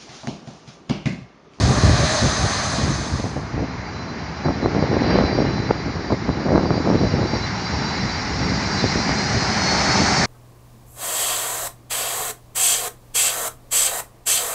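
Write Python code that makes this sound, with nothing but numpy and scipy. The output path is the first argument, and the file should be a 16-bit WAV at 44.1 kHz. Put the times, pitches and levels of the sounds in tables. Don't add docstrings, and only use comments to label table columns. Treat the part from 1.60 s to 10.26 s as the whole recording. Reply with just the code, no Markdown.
import sys
import numpy as np
from scipy import signal
from scipy.fft import rfft, irfft, next_fast_len
from scipy.io import wavfile

SR = 44100
rng = np.random.default_rng(int(sys.argv[2]) if len(sys.argv) > 2 else 0)


def transcribe(signal):
    frames = np.atleast_2d(signal).T
    limited = np.clip(frames, -1, 1)
    pcm = np.round(limited * 32767).astype(np.int16)
    wavfile.write(sys.argv[1], SR, pcm)


N = 381906
TIME = np.arange(N) / SR


def from_db(db):
    return np.exp(np.asarray(db) * (np.log(10) / 20))


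def rms_one(x):
    return x / np.sqrt(np.mean(x ** 2) + 1e-20)


def in_time(rows):
    seconds, *columns = np.transpose(rows)
    return [np.interp(TIME, seconds, column) for column in columns]


def drift(rate):
    step = 40
    pole = np.exp(-2 * step * np.pi * rate / SR)
    white = rng.standard_normal(N // step + 2002)
    slow = signal.lfilter([1], [1, -2 * pole, pole * pole], white)[2000:]
    return np.interp(np.arange(N) / step, np.arange(len(slow)), rms_one(slow))


def noise_bands(spectrum, count):
    size = next_fast_len(N)
    octave = np.log2(np.maximum(np.arange(size // 2 + 1) * SR / size, 1))
    hz, db = np.transpose(spectrum)
    corners = np.log2(hz)
    outside = np.abs(octave - np.clip(octave, corners[0], corners[-1]))
    shape = from_db(np.interp(octave, corners, db) - 80 * outside)
    noise = irfft(rfft(rng.standard_normal(size)) * shape, size)
    whole = rfft(rms_one(noise))
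    centres = np.linspace(corners[0], corners[-1], count)
    bands = []
    for centre, share in zip(centres, np.eye(count)):
        overlap = np.interp(octave, centres, share)
        bands.append((2 ** centre, irfft(whole * overlap, size)[:N]))
    return bands


def absorption(hz):
    return np.clip((hz ** 2 - 4700 ** 2) / (8000 ** 2 - 4700 ** 2), -.15, 1.6)


def through_air(spectrum, shimmer_db, loss_db=0, count=8):
    heard = 0
    for hz, band in noise_bands(spectrum, count):
        heard = heard + band * from_db(shimmer_db * drift(10.5) - loss_db * absorption(hz))
    return heard


def whine(hz, width_hz, scatter, flicker_rate=14, fading_db=0, focus=0):
    phase = 2 * np.pi * np.cumsum(hz + width_hz * drift(36.4)) / SR
    in_step = (1 + scatter * drift(flicker_rate)) * np.cos(phase)
    out_of_step = scatter * drift(flicker_rate) * np.sin(phase)
    fading = from_db(fading_db * np.minimum(drift(flicker_rate), 1))
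    return rms_one((in_step + out_of_step) * fading) + focus * np.cos(phase)


def quiet_floor():
    # pitch_hz, level_db_per_hz
    floor_spectrum = [(60, 4.5), (250, .5), (380, -11), (500, -22), (660, -1), (1100, -.5), (1500, -8),
                      (2000, -19), (3100, -31), (4200, -19), (6200, -20), (7000, -24.5), (8000, -52),
                      (10500, -81.5)]
    return from_db(-37.5) * sum(band for hz, band in noise_bands(floor_spectrum, count=2))


def whistles():
    # pitch_hz, level_db
    whistle_tones = [(4935, -58), (5860, -59)]
    return sum(from_db(db) * whine(hz, width_hz=4, scatter=.35) for hz, db in whistle_tones)


def airflow(unrest_db=0.6, unrest_rate=14):
    # time_s, rumble_db, flutter_db
    breeze = [(0.0, -24, -26), (0.9, -30, -31.5), (1.45, -28.5, -30.5), (1.85, -36, -34),
              (2.15, -34, -33.5), (2.75, -37.5, -33.5), (3.05, -33, -25), (3.65, -27, -22),
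              (4.2, -33, -29.5), (4.6, -33.5, -29.5), (4.82, -32, -24.5), (5.0, -28.5, -21),
              (5.55, -29.5, -26), (6.05, -31.5, -34), (7.1, -28.5, -31.5), (7.35, -29.5, -30),
              (7.55, -30.5, -30), (8.66, -27.5, -32.5)]
    # start_s, length_s, rumble_db, flutter_db
    gust_rows = [(0.018, .1, -16, -23.5), (0.16, .03, -18, -20.5), (0.223, 0.12, -13, -23.5),
                 (0.38, .07, -19, -24), (0.612, 0.068, -16, -23), (0.769, 0.098, -21.5, -28.5),
                 (1.179, 0.13, -20.5, -26.5), (1.51, .045, -21.5, -34), (1.585, 0.019, -40, -27.5),
                 (1.634, 0.028, -23.5, -27), (1.755, .025, -31, -25.5), (1.93, .04, -23.5, -28),
                 (1.981, .065, -29, -24), (2.839, 0.069, -21, -20.5), (3.022, 0.044, -29, -19),
                 (3.13, 0.055, -26, -22), (3.215, 0.025, -33, -17), (3.27, .11, -30, -22.5),
                 (3.43, .22, -26.5, -20), (3.743, .145, -23.5, -20.5), (3.92, .075, -24, -30),
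                 (4.085, 0.026, -25, -24), (4.24, 0.065, -27, -30.5), (4.493, 0.048, -32, -19),
                 (4.675, .03, -26, -22.5), (4.86, .06, -28, -23.5), (4.925, 0.072, -27, -17),
                 (5.09, 0.023, -28, -22), (5.239, .12, -33, -19), (5.40, 0.061, -21, -20.5),
                 (5.535, .13, -34, -23.5), (5.722, 0.036, -27, -21.5), (6.09, .13, -27, -30),
                 (6.417, 0.047, -26, -30.5), (6.778, 0.2, -26.5, -28), (7.22, 0.044, -23, -27),
                 (7.347, .06, -32, -26.5), (7.478, .03, -25, -27), (7.728, 0.048, -21.5, -25.5),
                 (8.395, .03, -30, -20.5)]
    attack_s, release_s = .01, .011
    power = from_db(np.array(in_time(breeze)) + unrest_db * drift(unrest_rate)) ** 2
    for start, length, rumble_db, flutter_db in gust_rows:
        first = int(max(start, 0) * SR)
        last = int((start + length + 10 * release_s) * SR)
        age = TIME[first:last] - start
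        shape = np.clip(age / attack_s, 0, 1) * np.exp(-np.maximum(age - length, 0) / release_s)
        power[:, first:last] += np.outer(from_db([rumble_db, flutter_db]), shape) ** 2
    return 10 * np.log10(power)


def eddies(rows, spread=1.06):
    pressure = np.zeros(N)
    for s, db, hz in rows:
        close = slice(max(int((s - .03) * SR), 0), int((s + .03) * SR))
        u = 2 * np.pi * hz * (s - TIME[close]) / spread
        pressure[close] += from_db(db) * 16 * u / (3 + u * u) ** 2
    return pressure


def crackle(gust, strength, crackle_db=-4, size_db=2.3, follows=0.36):
    per_s, low_hz, high_hz = 170, 400, 900
    when, size, pitch = rng.random((int(per_s * N / SR), 3)).T
    at = (when * N).astype(int)
    unevenness = size_db * np.minimum(-np.log(1 - size), 2)
    db = gust[at] + follows * strength[at] + crackle_db + unevenness
    return eddies(zip(TIME[at], db, low_hz * (high_hz / low_hz) ** pitch))


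def wind(rumble_db=-0.1, flutter_db=-0.27, strong_gust_db=-25, brightening=0.26,
         rumble_shift=0.22, lumps_db=2.1, lump_rate=110):
    # pitch_hz, level_db_per_hz
    rumble_spectrum = [(24, -66), (35, -25), (50, -7.5), (65, -1), (90, -1.5), (130, -1.5), (190, -10),
                       (320, -21)]
    # pitch_hz, level_db_per_hz
    flutter_spectrum = [(70, -10), (130, -1.5), (200, -1), (300, -3.5), (450, -8.5), (700, -15),
                        (1100, -27.5), (1700, -33.5), (2800, -43.5)]
    rumble_level, gust = airflow()
    strength = np.minimum(gust - strong_gust_db, 3)
    rumble, flutter = 0, 0
    for hz, band in noise_bands(rumble_spectrum, count=4):
        rumble = rumble + band * from_db(rumble_shift * np.log2(hz / 90) * strength)
    lumps = np.minimum(drift(lump_rate), 1.6)
    for hz, band in noise_bands(flutter_spectrum, count=7):
        smallness = max(np.log2(hz / 200), 0)
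        uneven = rms_one(from_db(lumps_db * (1.5 + .5 * smallness) * lumps))
        flutter = flutter + band * uneven * from_db(brightening * smallness * strength)
    rumble = from_db(rumble_level + rumble_db) * rumble
    flutter = from_db(gust + flutter_db) * flutter
    return rumble + flutter + crackle(gust, strength)


def pops():
    # time_s, peak_db, nominal_pitch_hz
    hard_eddies = [(0.236, -4, 280), (0.296, -10, 350), (0.85, -13, 380), (1.598, -14, 300),
                   (1.642, -13, 330), (1.777, -17, 380), (1.979, -13, 300), (2.011, -17, 320),
                   (2.860, -12, 460), (2.885, -8, 600), (3.042, -14, 800), (3.060, -1.5, 696),
                   (3.183, -15, 620), (3.226, -6, 536), (3.340, -13, 700), (3.368, -5.5, 450),
                   (3.421, -8, 450), (3.444, -11, 550), (3.512, -10, 550), (3.558, -5, 500),
                   (3.588, 0, 560), (3.753, -15, 450), (3.788, -6.5, 480), (3.804, -4, 380),
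                   (3.820, -10, 420), (3.852, -12, 300), (4.108, -6, 850), (4.1103, 2.5, 620),
                   (4.506, -13, 650), (4.522, -6.5, 630), (4.692, -6.5, 644), (4.865, -12, 450),
                   (4.886, -8, 480), (4.907, -8.5, 480), (4.920, -6, 470), (4.928, -7, 300),
                   (4.952, -6, 300), (4.958, -2, 720), (4.973, -10, 600), (4.979, -1, 720),
                   (5.057, -13, 700), (5.106, -5.5, 850), (5.113, -10, 480), (5.179, -11, 420),
                   (5.275, -7.5, 650), (5.302, -6, 615), (5.346, -7, 450), (5.355, -7, 330),
                   (5.435, -7, 400), (5.540, -8, 260), (5.659, -12.5, 480), (7.242, -4.5, 400),
                   (7.358, -10, 260), (7.403, -13, 520), (7.493, -7, 800), (8.402, -12, 550)]
    return eddies(hard_eddies)


def port(pressure, dull_hz=1800):
    thinned = signal.sosfilt(signal.butter(4, 39, "high", fs=SR, output="sos"), pressure)
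    rounded = .8 * np.tanh(thinned / .8)
    return signal.sosfilt(signal.butter(3, [15, dull_hz], "band", fs=SR, output="sos"), rounded)


def first_jet(roar_db=0.97, hiss_db=-1.14):
    # time_s, level_db
    fade = [(0.0, -27.5), (0.36, -26), (0.52, -24.3), (0.75, -26.5), (1.0, -27.2), (1.2, -29.0),
            (1.588, -36.5), (1.76, -45.5), (2.0, -59)]
    # pitch_hz, level_db_per_hz
    roar_spectrum = [(240, -71), (400, -15), (520, -5.5), (610, 0.5), (762, -.5), (890, -6.5), (1160, 0.5),
                     (1390, -6.5), (1530, -3), (1820, -2.5), (2220, -10), (2440, -11), (2880, -18.5),
                     (3200, -21), (4160, -55), (7040, -120)]
    hiss_spectrum = [(1760, -32), (3000, -9), (4170, 1), (5830, -5), (5960, -5.5), (6320, -0.5),
                     (7430, -12), (8700, -18), (9480, -17.5), (10900, -33), (14200, -62), (22000, -120)]
    # pitch_hz, level_db against the jet's level, width_hz
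    whine_rows = [(2478, -20, 14), (4030, -19, 40), (4930, -18, 12), (6128, -11.5, 28), (6300, -16, 70),
                  (9195, -27, 60)]
    # time_s, pitch_hz, level_db against the jet's level
    howl_curve = [(0.0, 639, -14), (0.36, 601, -11), (0.43, 600, -1), (0.54, 625, -8), (0.8, 611, -14),
                  (1.3, 620, -20)]
    level, = in_time(fade)
    roar = from_db(roar_db) * through_air(roar_spectrum, shimmer_db=1.0)
    hiss = from_db(hiss_db) * through_air(hiss_spectrum, shimmer_db=1.06)
    tones = sum(from_db(db) * whine(hz, width, scatter=0.56) for hz, db, width in whine_rows)
    howl_hz, howl_db = in_time(howl_curve)
    howl = from_db(howl_db) * whine(howl_hz, width_hz=21.7, scatter=.6)
    ending = np.interp(TIME, [1.8, 2.1], [1, 0])
    return from_db(level) * ending * (roar + howl + hiss + tones)


def surges(order, focus_db=-1.8):
    # time_s, multiple of the shaft rate, length_s, level_db over that tone before the focus_db trim
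    flares = [(2.09, 24, .08, 10), (2.28, 28, .06, 8), (2.393, 24, 0.13, 10), (2.51, 24, .05, 7),
              (2.858, 28, .06, 10), (2.87, 24, .05, 8), (3.053, 24, .06, 10), (3.525, 28, .075, 10),
              (3.57, 24, 0.053, 3), (3.65, 24, .05, 4), (3.73, 28, .13, 7), (3.80, 33, .05, 13),
              (3.82, 28, .05, 5), (3.87, 24, .06, 6), (3.97, 24, .05, 7), (4.09, 28, .04, 8),
              (4.20, 28, .04, 8), (4.49, 28, .07, 9), (4.96, 24, .045, 11), (5.068, 28, .045, 12),
              (5.16, 28, .07, 11), (5.317, 33, .05, 10), (5.40, 24, .05, 6), (5.71, 28, .05, 8),
              (5.767, 28, 0.045, 8), (5.78, 33, .04, 8), (5.842, 24, .055, 9), (6.07, 28, .045, 11),
              (6.29, 28, 0.037, 11), (6.37, 24, .06, 8), (6.43, 28, .05, 4), (6.56, 28, .045, 8),
              (7.14, 28, .04, 7), (7.20, 24, 0.049, 9), (7.51, 28, .04, 5), (8.03, 33, 0.065, 7),
              (8.09, 24, 0.14, 7), (8.37, 28, .06, 5.5)]
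    gain = 0
    for s, multiple, length, db in flares:
        if round(multiple) == order:
            gain = gain + from_db(db + focus_db) * np.exp(-(2 * (TIME - s) / length) ** 2)
    return gain


def second_jet(roar_db=-22.0, hiss_db=-27.5, tones_db=-30.3, close_roar_db=-28.0):
    # time_s, level_db
    carry = [(1.8, 1), (2.55, 0), (3.1, 2.5), (3.38, 5), (3.52, 8), (3.7, 4.3), (4.2, -0.8), (4.8, -3),
             (5.4, -0.9), (6.22, 0.4), (6.85, -1.4), (7.25, .5), (7.75, -.6), (8.4, 1.5), (8.66, -.5)]
    # time_s, shaft_turns_per_s
    shaft_curve = [(2.0, 168.6), (3.0, 168.7), (4.0, 168.2), (5.5, 167.8), (7.05, 167.6), (7.35, 169.8),
                   (7.65, 174.3), (8.0, 180.8), (8.3, 184.8), (8.66, 188.6)]
    # multiple of the shaft rate, far_db, close_db
    blade_tones = [(17, -16.5, -13.5), (24, -5.0, -1.6), (28, -4.2, -5.4), (30, -10.5, -18),
                   (31, -10.5, -17), (33, -5, -10.5), (34, -10, -15), (41, -14, -30)]
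    # pitch_hz, level_db_per_hz
    roar_spectrum = [(76, -39.5), (130, -6.5), (202, 2), (247, -6.5), (310, -7.5), (341, -11.5), (395, -7),
                     (477, -14.5), (545, -15.5), (615, -11), (680, -11.5), (820, -5.3), (1080, -12),
                     (1500, -10.5), (2150, -10.2), (2700, -20.4), (3200, -24.3), (4160, -48), (7040, -120)]
    hiss_spectrum = [(1760, -43.5), (3000, -20.5), (3560, -7), (4360, 0.6), (4790, -0.5), (5270, 0),
                     (6390, -7), (6900, -11), (7580, -21), (8860, -27), (10000, -53), (13000, -83),
                     (22000, -120)]
    # pitch_hz, level_db_per_hz
    close_roar_spectrum = [(430, -24), (500, -9), (625, 0.5), (670, -4), (750, 0.5), (1000, -8),
                           (1400, -9.5), (2200, -24)]

    start_m, speed_m_per_s, close_m = 800, 70, 230
    beam_m = 310
    far_width_hz, close_width_hz = 9.97, 16.9
    far_scatter, close_scatter = .9, .35
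    roar_loss_db_per_m, hiss_loss_db_per_m = .0108, .027
    treble_loss_db_per_m, clear_m, most_treble_loss_db = 0.0779, 278, 15
    swell_dulling = 1.0
    tone_swell = 0.089

    (carry_db,), (shaft,) = in_time(carry), in_time(shaft_curve)
    distance = start_m - speed_m_per_s * TIME
    beyond = distance - close_m
    distance_loss_db = np.minimum(treble_loss_db_per_m * (distance - clear_m), most_treble_loss_db)
    loss_db = distance_loss_db + swell_dulling * np.maximum(carry_db, 0)
    near = np.clip((beam_m - distance) / max(beam_m - close_m, 1), 0, 1)
    width = far_width_hz + near * (close_width_hz - far_width_hz)
    scatter = far_scatter + near * (close_scatter - far_scatter)

    roar_level = from_db(roar_db - roar_loss_db_per_m * beyond)
    roar = roar_level * through_air(roar_spectrum, shimmer_db=1.16, count=12)
    close_roar_level = from_db(close_roar_db) * near ** 2
    close_roar = close_roar_level * through_air(close_roar_spectrum, shimmer_db=1.2, count=4)
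    hiss = from_db(hiss_db) * through_air(hiss_spectrum, shimmer_db=0.66, loss_db=loss_db)
    tones = 0
    for order, far_db, close_db in blade_tones:
        hz = order * shaft
        db = far_db + near * (close_db - far_db) - loss_db * absorption(hz)
        tone = whine(hz, width, scatter, flicker_rate=21, fading_db=1.7, focus=surges(order))
        tones = tones + from_db(db) * tone
    tones_level = from_db(tones_db + tone_swell * carry_db) * np.interp(TIME, [1.7, 2.3], [0, 1])
    fan = from_db(-hiss_loss_db_per_m * beyond) * (hiss + tones_level * tones)
    entry = np.interp(TIME, [1.2, 1.95], [0, 1])
    return entry * from_db(carry_db) * close_m / distance * (roar + close_roar + fan)


def scene():
    field = quiet_floor() + whistles()
    gusty_air = port(wind() + pops())
    return (field + gusty_air + first_jet() + second_jet())[None, :]


def record(dry):
    closing = np.minimum((TIME[-1] - TIME) / .003, 1)
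    top_cut = signal.ellip(10, .1, 80, 11000, fs=SR, output="sos")
    return signal.sosfilt(top_cut, dry) * closing


dry = scene()
out = record(dry)
transcribe(out)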